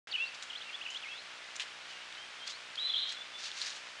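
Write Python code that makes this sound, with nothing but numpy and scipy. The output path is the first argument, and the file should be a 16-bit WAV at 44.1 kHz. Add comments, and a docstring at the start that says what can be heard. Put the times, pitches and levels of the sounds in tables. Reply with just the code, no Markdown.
"""A trail camera switches on; its own hiss and faint ticking buzz run under all that follows.
Small birds chirp and whistle in dry bush, each note a frequency-modulated pure tone.
A big cat walks up a dirt track: its paws crunch grit in swells of tiny impacts and snap dry stalks.
Near 2.8 s one bird gives a loud, rasping call, both sides of its syrinx sounding at once.
The longest crunches follow near 3.5 s. The shrubs scatter each sound into a short tail."""
import sys
import numpy as np
from scipy import signal
from scipy.fft import rfft, irfft, next_fast_len
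from scipy.io import wavfile
from scipy.ndimage import map_coordinates

SR = 44100
rng = np.random.default_rng(int(sys.argv[2]) if len(sys.argv) > 2 else 0)


def persist_wave(psi):
    """Save psi, clipped to +-1, as 16-bit WAV."""
    counts = np.round(np.clip(psi, -1, 1) * 32767).astype(np.int16)
    wavfile.write(sys.argv[1], SR, np.atleast_2d(counts).T)


N = 176400
T = np.arange(N) / SR


def amp(db):
    """Amplitude ratio of a level in decibels."""
    return 10 ** (np.asarray(db) / 20)


def unit_rms(x):
    """Normalisation to unit mean power."""
    return x / np.sqrt(np.mean(x ** 2) + 1e-20)


def gain(spectrum, hz):
    """Magnitude response, interpolated in level over log frequency."""
    f, db = np.transpose(spectrum)
    return amp(np.interp(np.log(hz + 1), np.log(f + 1), db))


def filtered(x, response):
    """Zero-phase filtering: the spectrum of x times a response of frequency."""
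    size = next_fast_len(len(x) + 4096)
    return irfft(rfft(x, size) * response(np.fft.rfftfreq(size, 1 / SR)), size)[:len(x)]


def wobble(knots_per_s, size):
    """Low-pass random modulation: a spline through Gaussian values."""
    return map_coordinates(rng.standard_normal(4000), [np.arange(size) * knots_per_s / SR], mode="wrap")


def add(out, start, x):
    """Superposition of x on out from a start time in seconds."""
    i = max(0, round(start * SR))
    out[i:i + len(x)] += x[:max(0, N - i)]


# Spectral density of the hiss: f/Hz, relative level/dB
HISS_SPECTRUM = [(20, -36), (50, -27), (100, -18.5), (200, -18), (400, -15), (700, -8), (1000, -4),
                 (1500, -1), (2200, 0.5), (3000, 0.5), (4200, -4.5), (5500, -9), (7000, -14), (9000, -21),
                 (10500, -28), (12000, -46.5)]
# Spectrum of one tick: f/Hz, relative level/dB
TICK_SPECTRUM = [(20, -32), (60, -18), (120, -13.5), (240, -9), (420, -5.5), (620, -0.5), (800, -3.5),
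                 (980, -8.5), (1200, -2), (1450, 2), (1750, -2.5), (2200, -2.5), (3000, -10.5),
                 (4500, -21.5), (8000, -48)]


def electronics(hiss_db=-49, buzz_db=-58, frame_hz=60.018, first_tick_s=0.0061):
    """Broadband noise plus a periodic pulse train, one electrical tick per picture frame."""
    hiss = unit_rms(filtered(rng.standard_normal(N), lambda hz: gain(HISS_SPECTRUM, hz)))
    size = 4096
    cepstrum = irfft(np.log(gain(TICK_SPECTRUM, np.fft.rfftfreq(size, 1 / SR))))
    folded = np.r_[cepstrum[0], 2 * cepstrum[1:size // 2]]  # minimum phase: an abrupt onset
    tick = irfft(np.exp(rfft(folded, size)))
    tick_times = np.arange(first_tick_s, N / SR, 1 / frame_hz)
    pulses = np.bincount(np.round(tick_times * SR).astype(int), minlength=N)
    buzz = unit_rms(signal.fftconvolve(pulses, tick)[:N])
    return amp(hiss_db) * hiss + amp(buzz_db) * buzz


def shrub_scatter(x, t60_s=0.42):
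    """Diffuse scattering by the shrubs: convolution with exponentially decaying noise."""
    t = np.arange(SR // 2) / SR
    tail = rng.standard_normal(len(t)) * amp(-60 * t / t60_s)
    return signal.fftconvolve(x, tail / np.linalg.norm(tail))[:N]


def note(hz, db, release_share, attack_share=0.23, flutter=0.27):
    """A tone whose phase is the integral of frequency; it swells, flutters and fades."""
    u = np.linspace(0, 1, len(hz))
    ramps = np.clip(np.minimum(u / attack_share, (1 - u) / release_share), 0, 1)
    envelope = np.sin(np.pi / 2 * ramps) * (1 + flutter * wobble(220, len(u)))
    return np.sqrt(2) * amp(db) * envelope * np.sin(2 * np.pi * np.cumsum(hz) / SR)


# Quick chirps: t/s, duration/s, start f/Hz, middle f/Hz, end f/Hz, level/dB
CHIRPS = [(.112, .014, 4580, 4480, 4000, -42.5), (.123, 0.01, 4100, 3470, 2750, -37.5),
          (0.135, 0.03, 2570, 3005, 2360, -31.5), (0.178, 0.071, 2423, 2697, 2725, -35),
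          (.243, 0.053, 2733, 2680, 2680, -49), (.499, 0.014, 3450, 3100, 2770, -42),
          (0.528, .015, 3600, 2980, 2660, -46.5), (0.551, 0.015, 3000, 3280, 3700, -41.5),
          (0.569, .018, 3850, 4130, 4300, -48), (0.602, .012, 3500, 3150, 3030, -47),
          (0.612, 0.015, 2930, 3380, 3830, -45.5), (0.69, 0.02, 2670, 2380, 2150, -52),
          (0.729, 0.029, 3060, 3330, 3500, -40.5), (0.809, .025, 2410, 3000, 3500, -40.5),
          (0.851, 0.019, 2870, 2810, 2370, -42.5), (.885, 0.019, 2410, 2780, 2830, -45),
          (0.944, 0.033, 2740, 3200, 3650, -40.5), (0.968, 0.0086, 3470, 3980, 4560, -47),
          (1.022, 0.029, 3650, 2800, 2280, -46), (1.054, 0.025, 2150, 2167, 2250, -46.5),
          (1.07, .071, 2290, 2693, 2490, -48.5), (2.89, .016, 3880, 3380, 3630, -30.5),
          (2.936, 0.0121, 3560, 3320, 3120, -29), (2.959, 0.017, 3170, 3500, 3800, -32)]
# Soft, far whistles: t/s, duration/s, start f/Hz, middle f/Hz, end f/Hz, level/dB
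FAR_WHISTLES = [(.612, 0.15, 3100, 2717, 3090, -53.5), (0.859, 0.089, 3000, 2990, 3190, -48),
                (1.89, 0.16, 3130, 2790, 3070, -55), (2.162, .095, 2936, 3135, 3200, -52.5),
                (3.156, 0.081, 3440, 3456, 3540, -48.5), (3.977, 0.045, 3120, 3100, 3200, -56)]
# Whistles that hold, then sweep up: t/s, duration/s, start f/Hz, end f/Hz, held level/dB
UPSLURS = [(0.158, .14, 3250, 4860, -49.5), (1.1, 0.11, 3270, 4310, -47.5), (2.383, 0.2, 3163, 4610, -50),
           (3.327, 0.086, 3470, 3640, -49)]


def songbirds(release_share=0.16, far_release_share=0.22, slur_fade_db=4):
    """Frequency modulation: notes follow a parabola through three pitches, or hold and rise."""
    out = np.zeros(N)
    for notes, release in (CHIRPS, release_share), (FAR_WHISTLES, far_release_share):
        for start, duration, first, middle, last, db in notes:
            u = np.linspace(0, 1, int(duration * SR))
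            parabola = np.polyfit([0, 0.5, 1], [first, middle, last], 2)
            add(out, start, note(np.polyval(parabola, u), db, release))
    for start, duration, first, last, db in UPSLURS:
        u = np.linspace(0, 1, int(duration * SR))
        sweep = np.sin(np.pi / 2 * u ** 3.1)  # the exponent delays the rise
        add(out, start, note(first + (last - first) * sweep, db - slur_fade_db * sweep, release_share))
    return out


def level_curve(times, db):
    """Amplitude envelope, piecewise linear in decibels and silent outside its span."""
    return amp(np.interp(T, times, db, left=-150, right=-150))


# The two voices of the call: t/s, f/Hz, level/dB, roughness (noise share of the power, 0-1)
UPPER_VOICE = [(2.772, 3050, -56, .02), (2.777, 3172, -37, 0.05), (2.785, 3250, -37, 0.07),
               (2.793, 3650, -34, 0.06), (2.80, 3870, -39.5, 0.04), (2.83, 3930, -33, 0.08),
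               (2.839, 3990, -38, 0.23), (2.872, 4030, -36, 0.06), (2.89, 4030, -47.5, 0.4),
               (2.917, 4060, -41, .4), (2.928, 4000, -45, 0.5), (2.97, 3990, -49, 0.3),
               (2.979, 4000, -43.5, 0), (3.004, 4120, -44, 0.04), (3.019, 4060, -45, 0.8),
               (3.039, 4060, -36.5, 0.2), (3.051, 4080, -49, .3), (3.09, 4200, -47, .4),
               (3.16, 4080, -56, 0.2)]
LOWER_VOICE = [(2.795, 3260, -48, .8), (2.83, 3260, -48, .8), (2.885, 3310, -59, .8),
               (2.911, 3400, -38, .4), (2.928, 3450, -51, 0.55), (2.936, 3400, -49, .4),
               (2.954, 3172, -37, .25), (2.985, 3250, -49, 0.8), (3.001, 3153, -42, 0.77),
               (3.055, 3193, -44.5, 0.66), (3.1, 3257, -43, .6), (3.138, 3310, -56, .7)]
# Envelope of the noise between the voices: t/s, level/dB
RASP_ENVELOPE = [(2.79, -58), (2.88, -41.5), (2.95, -46), (2.985, -34), (3.04, -40), (3.11, -43.5),
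                 (3.15, -58)]
# Spectrum of that noise: f/Hz, relative level/dB
RASP_SPECTRUM = [(2500, -44), (2950, -8), (3200, -5.5), (3650, 0.5), (4100, -0.5), (4300, -13), (4800, -41)]


def rasping_bird(pulse_hz=128.6, pulse_depth=0.45, roughness_hz=241):
    """Biphonation: both sides of the syrinx sound at once, pulsing and breaking up into noise."""
    noise = unit_rms(filtered(rng.standard_normal(N), lambda hz: gain(RASP_SPECTRUM, hz)))
    out = level_curve(*np.transpose(RASP_ENVELOPE)) * noise
    pulse_rate = pulse_hz * (1 + 0.1 * wobble(60, N))
    pulsing = np.sin(2 * np.pi * np.cumsum(pulse_rate) / SR)
    for voice in UPPER_VOICE, LOWER_VOICE:
        times, hz, db, roughness = np.transpose(voice)
        roughness = np.clip(np.interp(T, times, roughness), 0, 1)
        random_phasor = (wobble(roughness_hz, N) + 1j * wobble(roughness_hz, N)) / np.sqrt(2)
        broadening = np.sqrt(1 - roughness) + np.sqrt(roughness) * random_phasor
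        modulation = 1 + pulse_depth * np.minimum(1, roughness / 0.13) * pulsing
        carrier = np.exp(2j * np.pi * np.cumsum(np.interp(T, times, hz)) / SR)
        out += np.sqrt(2) * level_curve(times, db) * (broadening * modulation * carrier).real
    return out


# Broad body spectrum of dry ground and wood: f/Hz, relative level/dB
GROUND_SPECTRUM = [(30, -36), (400, -25), (1000, -3), (1700, 7.5), (3000, 7.5), (6000, 4), (11000, 0)]
# Paw crunches: peak t/s, rise/s, fall/s, level/dB, centre f/Hz, relative body level/dB
CRUNCHES = [(.347, .004, 0.0097, -45, 4630, -8), (.426, .003, .013, -44, 5300, -2),
            (0.435, .002, 0.0045, -44, 7500, -15), (0.907, 0.0044, .012, -47.5, 6800, -17),
            (.94, .02, .04, -54.5, 5460, -9), (1.557, 0.0033, .010, -48, 5500, -10),
            (1.564, 0.0016, 0.0042, -37.5, 7200, -9), (1.598, 0.0016, 0.01, -36, 3460, -10),
            (1.622, 0.017, 0.013, -37, 2900, -11), (1.91, 0.027, 0.044, -51, 3800, -9),
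            (2.17, .03, 0.04, -63, 4000, -15), (2.478, 0.0096, 0.012, -38.5, 4460, -7),
            (2.502, 0.0077, 0.016, -40, 4660, -14), (3.095, 0.02, 0.03, -47, 4440, -12),
            (3.122, 0.0054, 0.01, -38.5, 4900, 13), (3.40, 0.013, 0.018, -44, 4660, -9),
            (3.458, 0.032, 0.039, -39, 4260, -9), (3.549, 0.014, 0.021, -46.5, 4400, -11),
            (3.577, 0.009, 0.01, -40.5, 4500, -8), (3.621, 0.037, 0.03, -38.5, 4400, -8),
            (3.667, 0.037, 0.077, -39.5, 4360, -6), (3.769, 0.012, 0.0074, -46, 6000, -4),
            (3.87, 0.035, .04, -57, 4800, -12)]


def paw_crunches(grains_per_s=6500, grain_spread_db=4, width_octaves=0.36):
    """Shot noise: each crunch is a swell of random grit clicks around its own centre frequency."""
    out = np.zeros(N)
    t = np.arange(-SR // 6, SR // 3) / SR
    for peak_time, rise, fall, db, centre, body_db in CRUNCHES:
        sizes = amp(grain_spread_db * np.minimum(rng.exponential(size=len(t)), 4))
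        impacts = rng.random(len(t)) < grains_per_s / SR
        grains = impacts * rng.choice([-1, 1], len(t)) * sizes
        band = lambda hz: np.exp(-0.5 * (np.log2((hz + 1) / centre) / width_octaves) ** 2)
        grit = filtered(grains, lambda hz: band(hz) + amp(body_db) * gain(GROUND_SPECTRUM, hz))
        swell = np.exp(-np.where(t < 0, -t / rise, t / fall) ** 1.18)
        add(out, peak_time + t[0], amp(db) * swell * unit_rms(grit))
    return out


# Snapping stalks: t/s, envelope peak level/dB, ringing f/Hz
SNAPS = [(0.4253, -34, 3970), (0.426, -36.5, 7070), (0.9033, -39, 6600), (.947, -36, 3400),
         (1.5978, -27, 3200), (1.6055, -28, 3500), (2.1252, -35.5, 3700), (2.151, -36.5, 3650),
         (2.4762, -31, 4800), (2.4779, -32, 4430), (2.756, -34, 4440), (2.758, -34, 3700),
         (3.516, -29, 3570), (3.589, -37, 6450), (3.6163, -23, 4260), (3.6198, -33, 4000),
         (3.661, -37, 5200)]


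def stalk_snaps(rise_s=0.00035, t60_s=0.0038, crack=0.5, cutoff_hz=1200):
    """Damped free vibration: a dry stalk cracks and rings briefly, too thin to radiate bass."""
    out = np.zeros(N)
    t = np.arange(SR // 40) / SR
    envelope = (1 - np.exp(-t / rise_s)) * amp(-60 * t / t60_s)
    for start, db, hz in SNAPS:
        snap = np.sin(2 * np.pi * hz * t) + crack * rng.standard_normal(len(t))
        add(out, start, amp(db) * snap * envelope / envelope.max())
    return filtered(out, lambda hz: hz ** 4 / (hz ** 4 + cutoff_hz ** 4))


def scene(scatter_db=-10):
    """Superposition of the direct sound of birds and footfalls with its scattered field."""
    direct = songbirds() + rasping_bird() + paw_crunches() + stalk_snaps()
    return (direct + amp(scatter_db) * shrub_scatter(direct))[None]


# Frequency response of the dull little microphone: f/Hz, relative level/dB
MIC_RESPONSE = [(20, 2.5), (7000, -0.5), (9000, -9), (10500, -17), (12000, -32)]


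def record(dry, switch_on_s=0.072, bandwidth_hz=12200):
    """Band-limited transduction with additive self-noise, switched on just after the start."""
    heard = filtered(dry[0], lambda hz: gain(MIC_RESPONSE, hz)) + electronics()
    return filtered(heard * (T >= switch_on_s), lambda hz: hz < bandwidth_hz)[None]


dry = scene()
out = record(dry)
persist_wave(out)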